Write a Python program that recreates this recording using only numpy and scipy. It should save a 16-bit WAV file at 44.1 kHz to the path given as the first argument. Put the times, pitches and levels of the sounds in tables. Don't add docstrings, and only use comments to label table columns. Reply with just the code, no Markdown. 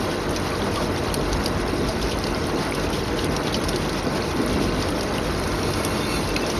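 import sys
import numpy as np
from scipy import signal
from scipy.fft import rfft, irfft, next_fast_len
from scipy.io import wavfile
from scipy.ndimage import uniform_filter1d

SR = 44100
rng = np.random.default_rng(int(sys.argv[2]) if len(sys.argv) > 2 else 0)


def waveform_to_disk(signal):
    frames = np.transpose(np.atleast_2d(signal))
    scaled = np.clip(frames, -1, 1) * 32767
    samples = np.round(scaled).astype(np.int16)
    wavfile.write(sys.argv[1], SR, samples)


N = 290619
TIME = np.arange(N) / SR
FREQS = np.fft.rfftfreq(N, 1 / SR)

# (frequency [Hz], relative density [dB])
RUMBLE_SPECTRUM = [(11, -41), (18, -20), (33, -13), (46, 0.5), (70, -3.5), (92, -1), (119, -6), (220, -2),
                   (353, -3), (390, -3.5), (484, -4.5), (555, -9.5), (625, -7), (704, -14), (1060, -12),
                   (1780, -19.5), (2000, -18.5), (2600, -29), (4400, -120)]
# (frequency [Hz], bandwidth [Hz], lift [dB])
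PANEL_MODES = [(91.5, 8.9, 0.5), (147.4, 13, 4.5), (452, 13, 2.5), (674, 15, 6.5), (759, 32, 4.5),
               (856, 65, 3.5), (1047, 29, 4.5), (1386, 150, 1.5), (1495, 27, 3.5), (2120, 56, 1)]
# (time [s], gain [dB])
BASS_SWELL = [(0, -1), (1.3, 2.5), (1.9, 2), (2.48, -1.5), (2.7, -6), (2.95, 1.5), (3.65, 1), (3.85, -2.5),
              (4.7, 1), (5.15, -2), (5.52, 2.5), (5.9, -1.5), (6.32, 0.5), (6.44, -13), (6.59, 3)]
# (frequency [Hz], relative level [dB])
DRIVE_TONES = [(95.6, -45), (213.0, -45.5), (302.7, -42), (353.3, -40), (481.8, -45.5), (513.0, -48.5),
               (605.6, -46), (824.9, -57), (908.3, -52.5), (1513.9, -51), (2674.4, -65), (2761.6, -56.5),
               (3785.5, -62), (3896.7, -55.5), (4180.1, -58)]
# (frequency [Hz], relative density [dB])
OIL_SPECTRUM = [(900, -6), (1800, 1.5), (2600, 3.5), (3250, 2.5), (4300, 2.5), (5600, 1.5), (6800, -5),
                (9000, -9.5), (11000, -9), (13500, -21)]
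# (time [s], relative strength [dB])
OIL_FLOW = [(0.0, -37), (0.18, -40.5), (1.39, -41), (3.25, -39.5), (4.31, -38.5), (4.77, -38.5),
            (5.25, -40.5), (5.8, -38), (6.15, -36), (6.3, -36), (6.59, -37)]
# (time [s], pitch [Hz], relative slap [dB], relative spray [dB], decay time [s])
LOUD_SPLATS = [(0.307, 5500, -50, -39, .006), (0.361, 5500, -27.5, -43, 0.0056),
               (0.398, 5000, -44, -44, .002), (0.503, 5000, -46, -43, .002), (0.739, 5000, -46, -41, .004),
               (0.756, 3470, -30.5, -42, 0.008), (0.962, 4550, -36, -53, .003),
               (1.141, 4400, -26.5, -27.5, 0.003), (1.328, 5900, -30.5, -40, 0.0048),
               (1.444, 4500, -45, -39, 0.0017), (1.4595, 4900, -23.5, -34, 0.0023),
               (1.479, 5000, -36, -39.5, 0.0044), (1.886, 5040, -30, -38, 0.0073),
               (2.015, 3240, -33, -42, 0.0065), (2.026, 5030, -31, -48, 0.0036),
               (2.112, 3270, -28.5, -39, 0.019), (2.187, 5200, -38, -40, 0.0017),
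               (2.239, 4620, -28.5, -47, 0.0033), (2.268, 4800, -32, -43, 0.0024),
               (2.4685, 5000, -44, -39, 0.0026), (2.65, 5000, -44, -45, .002),
               (2.692, 5400, -45, -45, .003), (2.7085, 5400, -46, -39, 0.0054),
               (2.748, 5200, -35, -37, 0.0049), (2.9026, 5000, -44, -41, .002),
               (2.929, 3340, -28.5, -41, 0.018), (3.191, 3800, -31.5, -52, .0027),
               (3.2435, 4800, -33.5, -35, .003), (3.364, 5760, -27, -41, 0.003),
               (3.47, 3620, -30, -52, 0.0025), (3.479, 3450, -32, -54, 0.0036),
               (3.525, 3880, -32, -40, 0.0098), (3.542, 4800, -25, -54, 0.0045),
               (3.553, 4820, -30, -48, 0.0085), (3.566, 4500, -39, -43, .004),
               (3.637, 4700, -32.5, -36.5, 0.0068), (3.685, 5200, -30, -42, .0025),
               (3.69, 5330, -28, -32, .0045), (3.76, 4420, -28.5, -38, 0.0031),
               (3.892, 4250, -32, -42, .006), (3.929, 5000, -37, -43, 0.0034),
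               (4.416, 5000, -40, -43, 0.0033), (4.461, 4500, -50, -36.5, 0.0027),
               (4.478, 5300, -37, -46, .002), (4.53, 5500, -43, -42, .005), (4.636, 4600, -36, -46, .004),
               (4.815, 4700, -54, -44, .002), (4.823, 4630, -28, -52, 0.004), (4.887, 5000, -44, -41, .002),
               (4.904, 5000, -42, -39, 0.0035), (5.009, 5640, -32, -40, 0.0021),
               (5.03, 6400, -35, -40, 0.0047), (5.1814, 4500, -43, -40.5, .002),
               (5.396, 5000, -43, -39, .004), (5.475, 5700, -38, -40, .005), (5.704, 5200, -41, -40, .005),
               (5.735, 5100, -29.5, -51.5, .005), (5.849, 5950, -28.5, -28, 0.0017),
               (6.274, 5400, -37, -44, .002), (6.289, 5000, -37, -40, .005),
               (6.364, 4130, -24.5, -39, 0.002), (6.463, 5300, -30.5, -43, 0.0056),
               (6.497, 5900, -28, -41, 0.0084)]
# (time [s], pitch [Hz], peak level [dB], rise time [s])
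PAN_DROPS = [(0.518, 2400, -24, .0014), (0.524, 1150, -28, .007), (0.5553, 4760, -21, .0005),
             (0.6194, 3460, -20, .0007), (0.768, 1190, -24, .005), (0.778, 1130, -23, .007),
             (0.908, 608, -23, .008), (1.102, 3000, -22, .0007), (1.3312, 4590, -15.5, .0003),
             (1.4391, 5500, -21, .0005), (1.6826, 4710, -23, .0006), (1.886, 646, -24.5, .009),
             (2.0722, 5450, -24, .0005), (2.0961, 5490, -21, .0005), (2.1168, 2750, -22, .0008),
             (2.2662, 3900, -24, .0006), (2.3471, 5100, -19, .0006), (2.7227, 2250, -15, .0007),
             (3.1893, 2990, -19, .0009), (3.2407, 3450, -20, .0005), (3.5445, 3080, -17, .0014),
             (3.7329, 3500, -17, .0003), (4.0682, 4790, -21.5, .0005), (4.223, 4370, -17.5, .0005),
             (5.0094, 5400, -18, .0003), (5.183, 2850, -17.5, .0009), (5.6311, 5550, -19.5, .0006),
             (6.3622, 2560, -13, .0009), (6.3635, 2170, -18, .0014)]
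# (time [s], hold [s], pitch [Hz], level [dB], decay rate [dB/s])
SPINDLE_GROANS = [(3.4, 0.34, 160, -31.5, 42), (4.32, 0.2, 252, -26, 33)]
# (time [s], level [dB])
BLADE_BITE = [(0, -84), (5.2, -48), (5.5, -39.5), (5.8, -35.5), (6.0, -37.5), (6.17, -31), (6.23, -39),
              (6.44, -54), (6.59, -48)]
# (frequency [Hz], bandwidth per stage [Hz], relative level [dB])
STEEL_MODES = [(1350, 200, 4), (2210, 200, 1.5), (2430, 220, -1), (2700, 70, -0.5), (3590, 110, -3),
               (4190, 230, 1), (4490, 220, 1.5), (4740, 260, -8), (5520, 330, -9), (9250, 780, -11.5),
               (10800, 420, -12)]
# (frequency [Hz], relative density [dB])
SIZZLE_SPECTRUM = [(3400, -29), (5000, 1), (6300, 5.5), (8400, -5.5), (9800, 0.5), (11500, -1),
                   (13500, -13)]
# (time [s], duration [s], pitch [Hz], level [dB])
STEEL_SQUEALS = [(5.985, .1, 3605, -39), (6.07, .11, 4450, -40.5), (6.11, .07, 2680, -36.5),
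                 (6.125, .07, 3560, -41), (6.275, .055, 2685, -37.5), (6.35, .04, 2650, -38),
                 (6.405, .055, 2660, -37.5)]
# (frequency [Hz], gain [dB])
MIC_RESPONSE = [(6300, -1.5), (7100, -6.5), (7450, -27), (7750, -38), (8050, -13), (8300, -5), (9000, 0.5)]


def gain_of(db):
    return 10 ** (np.asarray(db) / 20)


def unit_rms(x):
    return x / np.sqrt(np.mean(x ** 2) + 1e-20)


def spectrum_db(table):
    hz, db = np.transpose(table)
    return np.interp(np.log(FREQS + 1), np.log(hz + 1), db)


def envelope_db(table):
    return np.interp(TIME, *np.transpose(table))


def coloured(x, db):
    return irfft(rfft(x) * gain_of(db), N)


def noise(db):
    return unit_rms(coloured(rng.standard_normal(N), db))


def drift(rate_hz, step=64):
    size = next_fast_len(N // step + 2)
    hz = np.fft.rfftfreq(size, step / SR)
    slow = irfft(rfft(rng.standard_normal(size)) / np.sqrt(1 + (hz / rate_hz) ** 4), size)
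    return unit_rms(np.interp(np.arange(N) / step, np.arange(size), slow))


def resonate(x, hz, width_hz):
    return signal.lfilter(*signal.iirpeak(hz, hz / width_hz, fs=SR), x)


def add(mix, start_s, sound):
    part = mix[round(start_s * SR):][:len(sound)]
    part += sound[:len(part)]


def beat_phase(beat_hz=1.225, in_step_s=.535):
    return 2 * np.pi * beat_hz * (TIME - in_step_s)


def motors(mean_hz=48.45, slow_db=-40.7, fast_db=-39.7):
    phase = 2 * np.pi * (mean_hz * TIME + rng.random())
    slow = gain_of(slow_db) * np.sin(phase - beat_phase() / 2)
    fast = gain_of(fast_db) * np.sin(phase + beat_phase() / 2)
    return np.sqrt(2) * (slow + fast)


def housing(level_db=-23, throb_db=0.6, surge_db=1.0, rattle_db=1.21, bass_hz=120, drone_hz=700):
    lift_db = sum(db / (1 + (2 * (FREQS - hz) / width) ** 2) for hz, width, db in PANEL_MODES)
    shake = noise(spectrum_db(RUMBLE_SPECTRUM) + lift_db)
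    bass = irfft(rfft(shake) / (1 + (FREQS / bass_hz) ** 6), N)
    drone = irfft(rfft(shake) / (1 + (FREQS / drone_hz) ** 6), N) - bass
    rattle = shake - bass - drone
    bass *= gain_of(0.2 + envelope_db(BASS_SWELL) + throb_db * np.cos(beat_phase()))
    drone *= gain_of(-0.74 + surge_db * drift(11))
    rattle *= gain_of(rattle_db * drift(15))
    return gain_of(level_db) * (bass + drone + rattle)


def drive(speed_wander=0.00027, wander_hz=0.21, flutter_db=2.0, gain_db=3.0):
    speed = 1 + speed_wander * drift(3.9)
    out = np.zeros(N)
    for hz, db in DRIVE_TONES:
        cycles = np.cumsum(hz * speed + wander_hz * drift(6.5)) / SR + rng.random()
        out += gain_of(db + flutter_db * drift(5.3)) * np.sin(2 * np.pi * cycles)
    return gain_of(gain_db) * np.sqrt(2) * out


def oil_stream(wash_db=-39.5, patter_db=-37.5, flicker_db=3.0, per_s=1000, decay_cycles=9, bands=40):
    wash = noise(spectrum_db(OIL_SPECTRUM)) * gain_of(flicker_db * drift(10.4))
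    t, patter = np.arange(SR // 50) / SR, np.zeros(N)
    for hz in np.geomspace(1900, 13000, bands):
        strength = gain_of(0.65 * np.minimum(rng.exponential(1, N), 3.6))
        impacts = strength * (rng.random(N) < per_s / bands / SR)
        ring = (1 - np.exp(-t * hz / 2)) * np.exp(-t * hz / decay_cycles) * np.sin(2 * np.pi * hz * t)
        spatter = resonate(np.exp(-t / 0.03) * rng.standard_normal(len(t)), hz, hz / 4)
        drop = (unit_rms(ring) + 0.45 * unit_rms(spatter)) * np.sqrt(hz)
        patter += signal.oaconvolve(impacts, drop)[:N]
    patter = unit_rms(coloured(patter, spectrum_db(OIL_SPECTRUM))) * gain_of(1.05 * drift(21))
    flow_db = envelope_db(OIL_FLOW)
    flow_gain = gain_of(0.48 * (flow_db - flow_db.mean()))
    return (gain_of(wash_db) * wash + gain_of(patter_db) * patter) * flow_gain


def bubbles(level_db=-47, per_s=45, spread_db=2.0, decay_cycles=14, glide_per_s=12, bands=30):
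    t, out = np.arange(SR // 25) / SR, np.zeros(N)
    for hz in np.geomspace(900, 6000, bands):
        strength = gain_of(-spread_db * np.minimum(rng.exponential(1, N), 2.5))
        bursts = strength * (rng.random(N) < per_s / bands / SR)
        envelope = (1 - np.exp(-t * hz / 2)) * np.exp(-t * hz / decay_cycles)
        note = envelope * np.sin(2 * np.pi * hz * t * (1 + glide_per_s * t / 2))
        out += signal.oaconvolve(bursts, note)[:N]
    return gain_of(level_db) * unit_rms(out)


def small_splats(low_hz=2500, high_hz=6300, slap_db=-38, spray_db=-49, spread_db=4, count=24):
    return [((slot + when) * N / SR / count,
             low_hz * (high_hz / low_hz) ** pitch,
             slap_db + spread_db * (2 * slap - 1),
             spray_db + spread_db * (2 * spray - 1),
             .003 * 2 ** (2 * decay - 1))
            for slot, (when, pitch, slap, spray, decay) in enumerate(rng.random((count, 5)))]


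def splats(slap_gain_db=-8, spray_gain_db=-9, width_hz=600, rise_s=0.000077, trickle_s=.04, lump_db=3):
    t, out = np.arange(SR // 12) / SR, np.zeros(N)
    spray_band = signal.butter(4, [7600, 11500], "bandpass", fs=SR)
    slap_band = signal.butter(5, [2300, 6500], "bandpass", fs=SR)
    for start_s, hz, slap_db, spray_db, decay_s in LOUD_SPLATS + small_splats():
        burst, hiss, lumps = rng.standard_normal((3, len(t)))
        impact = np.exp(-(t / decay_s) ** 2 / 2)
        trickle = gain_of(-25) * np.exp(-t / trickle_s)
        envelope = (1 - np.exp(-t / rise_s)) ** 2 * (impact + trickle)
        envelope *= gain_of(lump_db * unit_rms(uniform_filter1d(lumps, 30)))
        pitched = unit_rms(resonate(resonate(envelope * burst, hz, width_hz), hz, 2 * width_hz))
        broad = unit_rms(signal.lfilter(*slap_band, envelope * hiss))
        slap = gain_of(slap_db + slap_gain_db) * unit_rms(pitched + gain_of(-0.5) * broad)
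        spray = unit_rms(signal.lfilter(*spray_band, envelope * burst))
        add(out, start_s, slap + gain_of(spray_db + spray_gain_db) * spray)
    return out


def plinks():
    t, out = np.arange(SR // 12) / SR, np.zeros(N)
    for start_s, hz, db, rise_s in PAN_DROPS:
        envelope = t / rise_s * np.exp(1 - t / rise_s)
        add(out, start_s, gain_of(db) * envelope * np.sin(2 * np.pi * hz * t))
    return out


def groans(width_hz=165, rise_s=0.046):
    out = np.zeros(N)
    for start_s, hold_s, hz, db, db_per_s in SPINDLE_GROANS:
        shake = resonate(resonate(rng.standard_normal(N), hz, width_hz), hz, width_hz)
        attack = np.clip((TIME - start_s) / rise_s, 0, 1)
        fading_s = np.maximum(TIME - start_s - rise_s - hold_s, 0)
        out += attack * gain_of(db - db_per_s * fading_s) * unit_rms(shake)
    return out


def cut(chatter_db=1.0, mode_drift_db=2, sizzle_db=-5.5):
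    scrape = rng.standard_normal(N) * gain_of(chatter_db * drift(60))
    ring = np.zeros(N)
    for hz, width, db in STEEL_MODES:
        mode = unit_rms(resonate(resonate(scrape, hz, width), hz, width))
        ring += gain_of(db + mode_drift_db * drift(9.5)) * mode
    sizzle = unit_rms(coloured(scrape, spectrum_db(SIZZLE_SPECTRUM)))
    return gain_of(envelope_db(BLADE_BITE)) * (unit_rms(ring) + gain_of(sizzle_db) * sizzle)


def squeals(wander_hz=5, flutter_db=2.0):
    out = np.zeros(N)
    wander = wander_hz * drift(75)
    flutter = gain_of(flutter_db * drift(80))
    for start_s, length_s, hz, db in STEEL_SQUEALS:
        span = np.flatnonzero((TIME >= start_s) & (TIME < start_s + length_s))
        tone = np.sin(2 * np.pi * np.cumsum(hz + wander[span]) / SR) * flutter[span]
        out[span] += gain_of(db) * unit_rms(tone * signal.windows.tukey(len(span), .7))
    return out


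def guards(x, t60_s=0.063, gap_s=.003, wet_db=-11):
    t = np.arange(SR // 2) / SR
    tail = rng.standard_normal(len(t)) * gain_of(-60 * t / t60_s) * (t > gap_s)
    return x + gain_of(wet_db) * signal.fftconvolve(x, tail / np.linalg.norm(tail))[:N]


def scene():
    oil = oil_stream() + splats() + plinks() + bubbles()
    machine = housing() + motors() + groans() + drive()
    return (machine + guards(oil + cut() + squeals()))[None]


def record(dry):
    low_pass = signal.firwin(511, cutoff=13900, window=("kaiser", 9), fs=SR)
    return signal.oaconvolve(coloured(dry, spectrum_db(MIC_RESPONSE)), low_pass[None], "same")


dry = scene()
out = record(dry)
waveform_to_disk(out)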